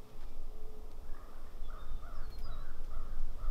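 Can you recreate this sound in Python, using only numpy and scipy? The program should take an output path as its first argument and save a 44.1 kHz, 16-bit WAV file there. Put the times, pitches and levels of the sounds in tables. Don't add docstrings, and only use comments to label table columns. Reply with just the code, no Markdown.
import sys
import numpy as np
from scipy import signal
from scipy.fft import rfft, irfft, next_fast_len
from scipy.io import wavfile
from scipy.ndimage import uniform_filter1d, map_coordinates

SR = 44100
rng = np.random.default_rng(int(sys.argv[2]) if len(sys.argv) > 2 else 0)


def pcm_store(signal):
    levels = np.round(np.clip(np.atleast_2d(signal), -1, 1) * 32767)
    wavfile.write(sys.argv[1], SR, levels.astype(np.int16).T)


N = 154350


def amp(db):
    return 10 ** (np.asarray(db) / 20)


def unit(x):
    return x / np.sqrt(np.mean(x ** 2) + 1e-20)


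def along(points, hz):
    frequencies, values = np.transpose(points)
    return np.interp(np.log(hz + 1), np.log(frequencies + 1), values)


def clock():
    return np.arange(N) / SR


def curves(rows):
    times, *columns = np.transpose(rows)
    return [np.interp(clock(), times, column) for column in columns]


def wobble(rate):
    return map_coordinates(rng.standard_normal(int(N * rate / SR) + 4), [clock() * rate])


def noise(spectrum, tilt_db=0):
    size = next_fast_len(N + 8192)
    hz = np.fft.rfftfreq(size, 1 / SR)
    gain = amp(along(spectrum, hz) + tilt_db * np.log2(hz + 1))
    return unit(irfft(rfft(rng.standard_normal(size)) * gain, size)[:N])


def phase(hz):
    return 2 * np.pi * np.cumsum(hz) / SR


def gate(t, length, attack, release):
    return np.sin(np.pi / 2 * np.clip(t / attack, 0, 1)) * np.clip(1 - (t - length) / release, 0, 1)


# time_s, sway_db, rumble_db
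GUSTS = [(0.0, -48, -64), (0.26, -33, -47.5), (0.49, -32.5, -60.5), (1.03, -42, -45.5), (1.12, -30, -52),
         (1.24, -45.5, -52.5), (1.51, -32.5, -53), (2.55, -32.5, -44.5), (2.7, -29, -55.5),
         (2.97, -31, -45.5), (3.18, -27, -44.5), (3.44, -27.5, -44)]
# time_s, level_db
FLAP_LEVEL = [(0, -65), (.25, -64.5), (.5, -73), (1.0, -73.5), (1.3, -88), (1.7, -64.5), (1.95, -61.5),
              (2.15, -66.5), (2.5, -56), (2.75, -67), (2.97, -63.5), (3.15, -67), (3.5, -56)]
# frequency_hz, density_db
SWAY_SPECTRUM = [(3, -41), (8, -19.5), (12, -2.5), (14.5, -1.5), (18, -12), (26, -33.5), (45, -36),
                 (100, -120)]
RUMBLE_SPECTRUM = [(15, -27.5), (24, 2.5), (31, -2.5), (45, -3.5), (62, -15), (77, -6.5), (97, -32),
                   (150, -50), (500, -120)]
FLAP_SPECTRUM = [(50, -55), (95, 1.5), (117, 5.5), (165, -9), (260, -21), (900, -120)]
AIR_SPECTRUM = [(60, -5), (130, -5), (170, -1.5), (235, 2), (350, -2), (520, -2.5), (800, -6), (1000, -9),
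                (1250, -8), (1450, -18), (1800, -22.5), (3000, -25.5), (3500, -23), (4200, -27.5),
                (5200, -23.5), (6300, -27.5), (8000, -28.5), (12000, -30), (15500, -30.5)]

def wind(air_db=-60.5):
    sway_db, rumble_db = curves(GUSTS)
    flap_db, = curves(FLAP_LEVEL)
    sway = noise(SWAY_SPECTRUM)
    running_rms = np.sqrt(np.abs(uniform_filter1d(sway ** 2, size=SR // 4)) + 1e-6)
    rumble = amp(rumble_db + 1.5 * wobble(8.07)) * noise(RUMBLE_SPECTRUM)
    flap = amp(flap_db) * noise(FLAP_SPECTRUM)
    air = amp(air_db + 0.27 * wobble(6.61)) * noise(AIR_SPECTRUM)
    return amp(sway_db) * sway / running_rms + rumble + flap + air


# frequency_hz, density_db
HISS_SPECTRUM = [(1300, -19), (1800, -0.5), (3000, -0.5), (3500, 1.5), (4200, -3.5), (5200, -0.5),
                 (6300, -9), (9000, -10.5), (15000, -24)]
# time_s, level_db
HISS_LEVEL = [(0, -74), (.35, -74), (.55, -76.5), (1.0, -77), (1.5, -73), (2.5, -74.5), (3.5, -72.5)]

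def hiss():
    db, = curves(HISS_LEVEL)
    return amp(db) * noise(HISS_SPECTRUM)


# start_s, length_s, first_hz, last_hz, end_level_db, growth_db, waver_ratio
WHISTLES = [(0, .17, 2620, 2530, -81, 3, 0.012), (0.255, 0.1, 2430, 2340, -79.5, -4, 0.015),
            (1.626, .065, 3500, 3390, -72, -8, .006), (1.779, 0.076, 3640, 3610, -71.5, -8, .005),
            (1.856, 0.17, 3653, 3567, -77, -5.5, .006), (2.126, .068, 5950, 5080, -70, 7, .018),
            (2.191, 0.086, 4930, 4300, -69.5, 9, 0.0079), (2.303, 0.058, 4400, 4190, -58.5, 3.5, .003),
            (2.412, 0.071, 5080, 4840, -61, -0.5, 0.0052), (2.494, 0.069, 4000, 3810, -65.5, 0, 0.0038),
            (2.56, 0.086, 3790, 4000, -72, -3, .009)]

def songbird(edge_s=0.04):
    out = np.zeros(N)
    for start, length, first_hz, last_hz, db, growth_db, waver in WHISTLES:
        t = clock() - start
        progress = np.clip(t / length, 0, 1)
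        glide_hz = last_hz + (first_hz - last_hz) * (1 - progress) ** 1.5
        hz = glide_hz * (1 + waver * wobble(400))
        level = amp(db + growth_db * (progress - 1) + 2.3 * wobble(90))
        out += level * gate(t, length - edge_s / 2, edge_s, edge_s) * np.sqrt(2) * np.sin(phase(hz))
    return out


# frequency_hz, t60_s
WOODS_DECAY = [(300, 0.1), (1300, 1.14), (4000, 1.9), (10000, 0.43)]

def woods(x, build_s=0.019):
    hz, t, spectra = signal.stft(rng.standard_normal(SR), SR, nperseg=256)
    decay = amp(-60 * t / along(WOODS_DECAY, hz)[:, None])
    tail = signal.istft(spectra * decay * (1 - np.exp(-t / build_s)), SR, nperseg=256)[1]
    return signal.fftconvolve(x, tail / np.linalg.norm(tail))[:N]


# time_s, level_db
HUM_LEVEL = [(0, -66.5), (.13, -66), (.22, -76), (.47, -70), (.63, -60.5), (.74, -58), (.9, -68.5),
             (1.4, -72), (1.8, -73), (2.2, -76), (2.31, -66.5), (2.45, -69.5), (3.5, -77.5)]

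def hum(pitch_hz=430.5):
    db, = curves(HUM_LEVEL)
    return amp(db + 0.69 * wobble(12)) * np.sqrt(2) * np.sin(phase(pitch_hz + 2.22 * wobble(19.85)))


# pitch_hz, relative_level_db, flicker_db
WHINE_TONES = [(8958, -102, 3), (11843, -99, 4), (13071, -93.5, 1), (13151, -92, 1), (13614, -100.5, 1),
               (13701, -100, 1)]

def whine():
    return sum(amp(db + 9.5 + flicker_db * wobble(4.1)) * np.sin(phase(hz + 7 * wobble(60)))
               for hz, db, flicker_db in WHINE_TONES)


def brush(start, decay, spectrum, tilt_db=0):
    t = np.maximum(clock() - start, 0)
    grains = unit(amp(4 * wobble(900)) * noise(spectrum, tilt_db))
    return (1 - np.exp(-t / (0.069 * decay))) * np.exp(-t / decay) * np.sqrt(2) * grains


# start_s, decay_s, level_db, tilt_db_per_octave
RUSTLES = [(.09, 0.018, -67.5, -2), (0.206, 0.019, -59, -3), (.222, 0.026, -61.5, -4.5),
           (.288, 0.015, -70, 1), (0.916, 0.0015, -59, 2), (2.843, 0.016, -66.5, 0), (3.19, 0.015, -69, 2)]
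# frequency_hz, density_db
FABRIC_SPECTRUM = [(200, -17), (700, 0.5), (2500, -3), (4500, -1.5), (8000, -13.5), (15000, -18)]

def rustles():
    return sum(amp(db) * brush(start, decay, FABRIC_SPECTRUM, tilt) for start, decay, db, tilt in RUSTLES)


def voice(hz, roughness, throat, third_db=0, jitter_rate=230):
    core = phase(hz * (1 + 0.0034 * wobble(jitter_rate)))
    jitter = phase(hz * roughness * 0.066 * wobble(jitter_rate))
    jitter -= uniform_filter1d(jitter, size=SR // 25)
    shimmer = unit(amp(roughness * 3.8 * wobble(jitter_rate)))
    fundamental = amp(along(throat, hz)) * np.sin(core + jitter / 2)
    overtones = sum(amp(along(throat, k * hz) + third_db * (k == 3)) * np.sin(k * (core + jitter))
                    for k in range(2, 6))
    return np.sqrt(2) * (fundamental + shimmer * overtones)


# time_s, pitch_hz, relative_level_db
RASP_CONTOUR = [(1.019, 492.3, -76), (1.05, 510, -69.5), (1.129, 545, -64.5), (1.173, 584, -62.5),
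                (1.21, 616.4, -61), (1.301, 619, -64.5), (1.42, 607, -63), (1.471, 575, -66.5)]
# frequency_hz, gain_db
RASP_THROAT = [(500, -8), (800, -19), (1050, -6), (1250, -0.5), (1580, -4), (1800, -13), (2300, -27),
               (3500, -36)]

def rasp():
    hz, db = curves(RASP_CONTOUR)
    start, end = RASP_CONTOUR[0][0], RASP_CONTOUR[-1][0]
    envelope = amp(db) * gate(clock() - start, end - start, 0.009, 0.021)
    return envelope * voice(hz, roughness=1.5, throat=RASP_THROAT)


def reeds(x, delay_s=0.022):
    t = np.arange(SR // 4) / SR
    scatter = rng.standard_normal(len(t)) * t * np.exp(-t / delay_s)
    return signal.fftconvolve(x, scatter / np.linalg.norm(scatter))[:N]


# start_s, length_s, top_hz, relative_level_db, bend_exponent, roughness_ratio, third_harmonic_db
YELPS = [(1.67, 0.18, 668.7, -53.5, 1.4, .9, -5.5), (2.012, 0.23, 708.3, -52.5, 1.13, 0.6, -0.5),
         (2.436, .275, 704, -53, .85, 0.51, 1.5), (2.896, .285, 669.3, -55, 1.15, 0.7, 1),
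         (3.376, 0.22, 664, -53.5, 1.43, 0.8, 1)]
PITCH_FALL = [(0, 1), (.22, .73), (.5, .51), (.8, .31), (1, 0.11)]
# frequency_hz, gain_db
YELP_THROAT = [(450, -9.5), (600, -9.5), (720, -6.5), (900, -18), (1040, -19.5), (1170, 0.5), (1300, 0),
               (1420, -4), (1550, -1), (1670, -12.5), (1830, -19.5), (2100, -24), (2600, -36),
               (3500, -24.5)]

def yelps(rise_s=0.06, start_hz=573, end_hz=425.5, fade_db_per_s=40):
    out = np.zeros(N)
    for start, length, top_hz, db, bend, roughness, third_db in YELPS:
        t = np.clip(clock() - start, 0, 1)
        rise = start_hz + (top_hz - start_hz) * np.sin(np.pi / 2 * t / rise_s) ** 2
        progress = np.clip((t - rise_s) / (length - rise_s), 0, 1) ** bend
        fall = end_hz + (top_hz - end_hz) * np.interp(progress, *np.transpose(PITCH_FALL))
        hz = np.where(t < rise_s, rise, fall)
        envelope = amp(db - fade_db_per_s * t) * gate(t, length, attack=0.04, release=0.02)
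        out += envelope * voice(hz, roughness, YELP_THROAT, third_db)
    return out


# start_s, decay_s, level_db
SCRAPES = [(2.301, .022, -63), (2.382, 0.026, -62.5)]
# frequency_hz, density_db
GEAR_SPECTRUM = [(200, -6), (520, -4), (900, -14), (1900, 4), (2150, -6), (2310, 14), (2480, 0), (3300, 2),
                 (4500, 1.5), (7000, -6), (9500, -12), (10800, -0.5), (13000, -3.5), (15500, -3.5)]

def scrapes():
    return sum(amp(db) * brush(start, decay, GEAR_SPECTRUM) for start, decay, db in SCRAPES)


def scene():
    calls = yelps() + rasp()
    song = songbird()
    turkey = amp(-1.5) * (calls + amp(-5) * reeds(calls)) + amp(-6.5) * woods(calls)
    birds = turkey + song + amp(-21) * woods(song)
    return (birds + rustles() + scrapes() + wind() + hiss() + hum() + whine())[None]


def record(dry, cutoff_hz=15700):
    edge = SR // 20
    padded = np.pad(dry[0], edge, mode="reflect", reflect_type="odd")
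    lowpass = signal.firwin(511, cutoff_hz, fs=SR, window="blackman")
    return signal.fftconvolve(padded, lowpass, "same")[None, edge:edge + N]


dry = scene()
out = record(dry)
pcm_store(out)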